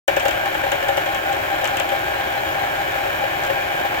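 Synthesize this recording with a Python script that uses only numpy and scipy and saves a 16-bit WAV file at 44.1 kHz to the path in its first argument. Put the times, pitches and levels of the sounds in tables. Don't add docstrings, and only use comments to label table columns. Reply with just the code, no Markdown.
import sys
import numpy as np
from scipy import signal
from scipy.fft import rfft, irfft
from scipy.io import wavfile

SR = 44100
rng = np.random.default_rng(int(sys.argv[2]) if len(sys.argv) > 2 else 0)


def dump_mix(stems):
    frames = np.atleast_2d(stems).T
    limited = np.clip(frames, -1, 1)
    pcm = np.round(limited * 32767).astype(np.int16)
    wavfile.write(sys.argv[1], SR, pcm)


N = 176400
T = np.arange(N) / SR
FREQS = np.fft.rfftfreq(N, 1 / SR)

# multiple of the motor's pitch, left level/dB, right level/dB
MOTOR_TONES = [(3, -43, -58), (5, -34, -55), (6, -34, -39.5), (7, -43, -53), (8, -56, -60), (19, -44, -42),
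               (20, -45, -47), (21, -41.5, -61), (22, -47.5, -64)]
# f/Hz, left level/dB, right level/dB
DRIVE_HUMS = [(106.7, -51, -52), (145, -57, -50), (716.4, -35.5, -31.5), (834, -41, -43),
              (1078, -47, -38.5), (1446, -46, -39), (2052, -49, -44), (2303, -59, -38),
              (3280, -47.5, -43.5)]
# t/s, speed/(turns per s)
WINDER_SPEED = [(0, 79.5), (1.1, 79.75), (2.0, 80.05), (3.1, 80.15), (4, 80.45)]
# multiple of its speed, left level/dB, right level/dB
WINDER_TONES = [(4, -49.5, -43), (5, -44, -51.5), (12, -45, -40), (15, -47, -47.5), (20, -38, -32),
                (27, -40, -61), (30, -37.5, -40.5), (36, -41.5, -55), (38, -42.5, -57)]
# t/s from the tightest, half length/s, added gain
TIGHT_SPOTS = [(0, .009, 5.4), (-.015, .008, 2.5), (.058, .005, 2.5), (.133, .005, .8)]
# f/Hz, left level/dB, right level/dB, t/s from the tightest spot, half length/s
BELT_SQUEAKS = [(4050, -41.5, -51, .008, .016), (4840, -52, -56, -.004, .014)]
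# f/Hz, left level/dB, right level/dB
HOUSING_COLOUR = [(127, -71.5, -72), (201, -74, -74), (278, -64, -66.5), (382, -57, -61.5), (474, -72, -62),
                  (502, -60, -57.5), (534, -50, -65), (553, -46, -62), (627, -58, -54.5), (643, -47, -67),
                  (726, -66.5, -75), (796, -44.5, -49), (838, -56.5, -59.5), (1012, -62.5, -67),
                  (1057, -62, -53.5), (1140, -60.5, -69.5), (1380, -62, -58.5), (1680, -54.5, -58),
                  (1760, -57, -56.5), (1970, -64, -65), (2230, -60, -63.5), (2800, -69, -67.5),
                  (2990, -63, -67), (3530, -68, -75.5), (5100, -80, -81), (7440, -79, -83),
                  (9300, -91, -92), (11000, -87.5, -85.5), (12600, -81.5, -76), (15800, -78, -82)]
# t/s, ring level/dB, clatter level/dB
KNOCKS = [(.080, -2, -7), (.165, -3, -6), (.253, -2.5, -6), (.281, -9.5, -7), (.362, -13, -16),
          (.455, -12, -10), (.548, -11, -15), (.566, -17, -14), (.634, -6, -13), (.718, -8.5, -8.5),
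          (.738, -7.5, -19), (.823, -8, -11), (.886, -4, -8.5), (.973, -6, -7), (1.060, -13, -11),
          (1.635, -6.5, -12), (1.704, -16, -11.5), (1.800, -9.5, -21), (1.916, -8.5, -9),
          (3.063, -10.5, -21), (3.235, -8.5, -12), (3.497, -4, -8.5), (3.847, -17, -11.5),
          (3.940, -16, -10)]
# f/Hz, left level/dB, right level/dB, fade/s (time to drop 60 dB)
HOUSING_NOTES = [(555.7, -3, -16.5, 0.092), (639, -8, -23, 0.046), (831, -12, -15.5, 0.063),
                 (1745, -7.5, -7, 0.034), (2785, -11, -12, 0.028)]
# t/s, level/dB
TICKS = [(0.0796, -15.5), (0.165, -23.5), (0.198, -23), (0.204, -27), (0.254, -23), (0.2826, -20.5),
         (0.3094, -21), (0.4584, -29), (0.5453, -27), (0.7177, -19), (0.885, -24), (0.9711, -21.5),
         (1.0585, -26.5), (1.147, -22.5), (1.3273, -26.5), (1.644, -21.5), (1.654, -22.5), (1.675, -22),
         (1.7695, -18), (1.799, -18.5), (1.891, -29), (3.437, -27), (3.45, -29), (3.466, -30)]
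# f/Hz, level/dB
SNAP_COLOUR = [(300, -12), (1500, 6), (3000, -25), (4500, -7.5), (6400, -2.5), (7700, -0.5), (9500, -16.5),
               (13000, -9.5), (16000, -8)]
# f/Hz, level/dB
RING_COLOUR = [(400, -11), (1000, 2), (1700, 0.5), (3100, 7), (4500, -16), (7500, -14), (9500, -25),
               (15000, -43)]
# t/s, level/dB
CHINKS = [(1.611, 0), (1.645, 1), (1.665, -9), (1.77, -6), (1.802, -4), (1.892, 1.5)]
# f/Hz, level/dB, fade/s
BOBBIN_NOTES = [(2470, -33, 0.072), (3080, -31.5, 0.076), (3230, -35, .05), (4080, -37, 0.03)]
# f/Hz, left level/dB, right level/dB
RUMBLE_COLOUR = [(15, -86, -87), (28, -76, -103), (45, -68, -59), (80, -61, -63), (123, -65, -61.5),
                 (185, -71, -71), (400, -93, -101)]
# f/Hz, likeness (1 = fully alike), left side's lead/rad
STEREO = [(100, .97, .05), (220, .85, 0), (400, .8, 1.3), (540, .75, 2.3), (720, .75, 2.1),
          (790, .85, 1.25), (900, .7, 1.4), (1100, .6, 2.4), (1500, .45, 2.2), (3000, .4, 1.5),
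          (6000, .3, 1.55), (13000, .3, 1.7)]

MOTOR_HZ = 122.1
BELT_LAP_S, FIRST_TIGHT_S, TEETH_PER_TURN = .2119, .049, 10


def motor():
    hz = MOTOR_HZ * (1 + .00018 * drift(6.3))
    singing = sum(tone(multiple * hz, db, flutter_db=1.9) for multiple, *db in MOTOR_TONES)
    hums = sum(tone(f * (1 + .0015 * drift(8.7)), db, flutter_db=2) for f, *db in DRIVE_HUMS)
    return singing + hums


def winder(speed):
    return sum(tone(multiple * speed, db, flutter_db=2.5) for multiple, *db in WINDER_TONES)


def belt(speed):
    def time_from(spot):
        return (T - FIRST_TIGHT_S - spot + BELT_LAP_S / 2) % BELT_LAP_S - BELT_LAP_S / 2

    def swell(spot, half_s):
        return np.exp(-(time_from(spot) / half_s) ** 2)

    grip = 1 + sum(gain * swell(spot, half_s) for spot, half_s, gain in TIGHT_SPOTS)
    bend_hz = 900 * time_from(0) * swell(0, half_s=.025)
    squeaks = sum(swell(spot, half_s) * tone(f * speed / speed.mean(), (left, right), flutter_db=2)
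                  for f, left, right, spot, half_s in BELT_SQUEAKS)
    whine = tone(TEETH_PER_TURN * speed + bend_hz, (-37.3, -41.3), flutter_db=.6)
    return grip * whine + squeaks


def bearings(speed):
    spindle_pulse = .016 * np.cos(2 * np.pi * np.cumsum(speed) / SR)
    motor_pulse = .024 * np.cos(2 * np.pi * 2 * MOTOR_HZ * T)
    chatter = (1 + .24 * np.cos(2 * np.pi * 34.4 * T)) * amp(1.34 * drift(56))
    rubbing = stereo_noise() * amp(1.2 * drift(220))
    low_share = 1 / (1 + (FREQS / 940) ** 4)
    lows = low_share * rfft(rubbing * chatter)
    highs = (1 - low_share) * rfft(rubbing * (1 + spindle_pulse + motor_pulse))
    steps_hz = np.arange(0, SR / 2, 24)
    heights = rng.standard_normal((2, SR))[:, :len(steps_hz)]
    ripple = np.array([np.interp(FREQS, steps_hz, side) for side in heights])
    peaks = amp(np.clip(1.9 * ripple, -4, 4) * (1 - low_share))
    return colour(irfft((lows + highs) * peaks, N), HOUSING_COLOUR)


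def handwheel_knocks():
    t = T[:SR // 5]
    rings, clatter = np.zeros((2, N)), np.zeros((1, N))
    rise = 1 - np.exp(-(t / .0043) ** 2)
    for start, ring_db, clatter_db in KNOCKS:
        for hz, left, right, fade_s in HOUSING_NOTES:
            angle = 2 * np.pi * (hz * t + rng.random())
            lead = look_up(STEREO, hz)[1]
            note = amp([[left], [right]]) * np.sin([angle, angle - lead])
            add(rings, start, note * rise * fade(t, ring_db + 1.5, fade_s))
        burst = rise * fade(t, clatter_db + 18.5, fade_s=.066)
        add(clatter, start, burst[None])
    return rings + colour(stereo_noise() * clatter, HOUSING_COLOUR)


def spool_ticks():
    t = T[:SR // 5]
    loudness = np.zeros((2, N))
    for start, db in TICKS:
        snap = fade(t, db + 5.5, fade_s=.014)
        ring = fade(t, db + 1.5, fade_s=.12) * (1 - np.exp(-t / .00086))
        add(loudness, start, np.array([snap, ring]))
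    snaps, rings = loudness[:, None] * rng.standard_normal((2, 2, N))
    return (colour(snaps, SNAP_COLOUR) + colour(rings, RING_COLOUR)) * amp([[2.5], [-2.5]])


def bobbin_chinks():
    t = T[:SR // 5]
    rings = np.zeros((2, N))
    for start, db in CHINKS:
        for hz, note_db, fade_s in BOBBIN_NOTES:
            angle = 2 * np.pi * (hz * t + rng.random((2, 1)))
            add(rings, start, fade(t, db + note_db, fade_s) * np.sin(angle))
    return rings * [[2], [1]]


def rumble():
    shaking = rng.standard_normal(N) * np.sqrt(SR / 2)
    return colour(shaking, RUMBLE_COLOUR)


def tone(hz, levels_db, flutter_db):
    angle = 2 * np.pi * (np.cumsum(hz) / SR + rng.random())
    lead = look_up(STEREO, hz.mean())[1]
    flutter = amp(flutter_db * drift(10))
    flutter *= np.sqrt(2 / np.mean(flutter ** 2))
    return flutter * amp(levels_db)[:, None] * np.sin([angle, angle - lead])


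def stereo_noise():
    left, other = rfft(rng.standard_normal((2, N)))
    likeness, lead = look_up(STEREO, FREQS)
    right = (likeness * left + np.sqrt(1 - likeness ** 2) * other) * np.exp(-1j * lead)
    return irfft(np.array([left, right]), N) * np.sqrt(SR / 2)


def drift(per_s):
    wobble = irfft(rfft(rng.standard_normal(N)) * np.exp(-(FREQS / per_s) ** 2), N)
    return wobble / wobble.std()


def amp(db):
    return 10 ** (np.asarray(db) / 20)


def fade(t, db, fade_s):
    return amp(db - 60 * t / fade_s)


def look_up(table, hz):
    f, *columns = np.transpose(table)
    return np.array([np.interp(np.log(hz + 1), np.log(f + 1), column) for column in columns])


def colour(sound, table):
    return irfft(rfft(sound) * amp(look_up(table, FREQS)), N)


def add(mix, start, sound):
    part = mix[:, round(start * SR):][:, :sound.shape[1]]
    part += sound[:, :part.shape[1]]


def scene():
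    speed = np.interp(T, *np.transpose(WINDER_SPEED)) * (1 + .0018 * drift(14))
    running = motor() + winder(speed) + belt(speed) + bearings(speed) + rumble()
    rattles = handwheel_knocks() + spool_ticks() + bobbin_chinks()
    cut_in = np.clip((T - .079) / .001, 0, 1)
    return (running + rattles) * cut_in


def record(dry):
    treble_cut = signal.firwin(511, 16020, window=("kaiser", 9), fs=SR)
    return signal.oaconvolve(dry, treble_cut[None], "same")


dry = scene()
out = record(dry)
dump_mix(out)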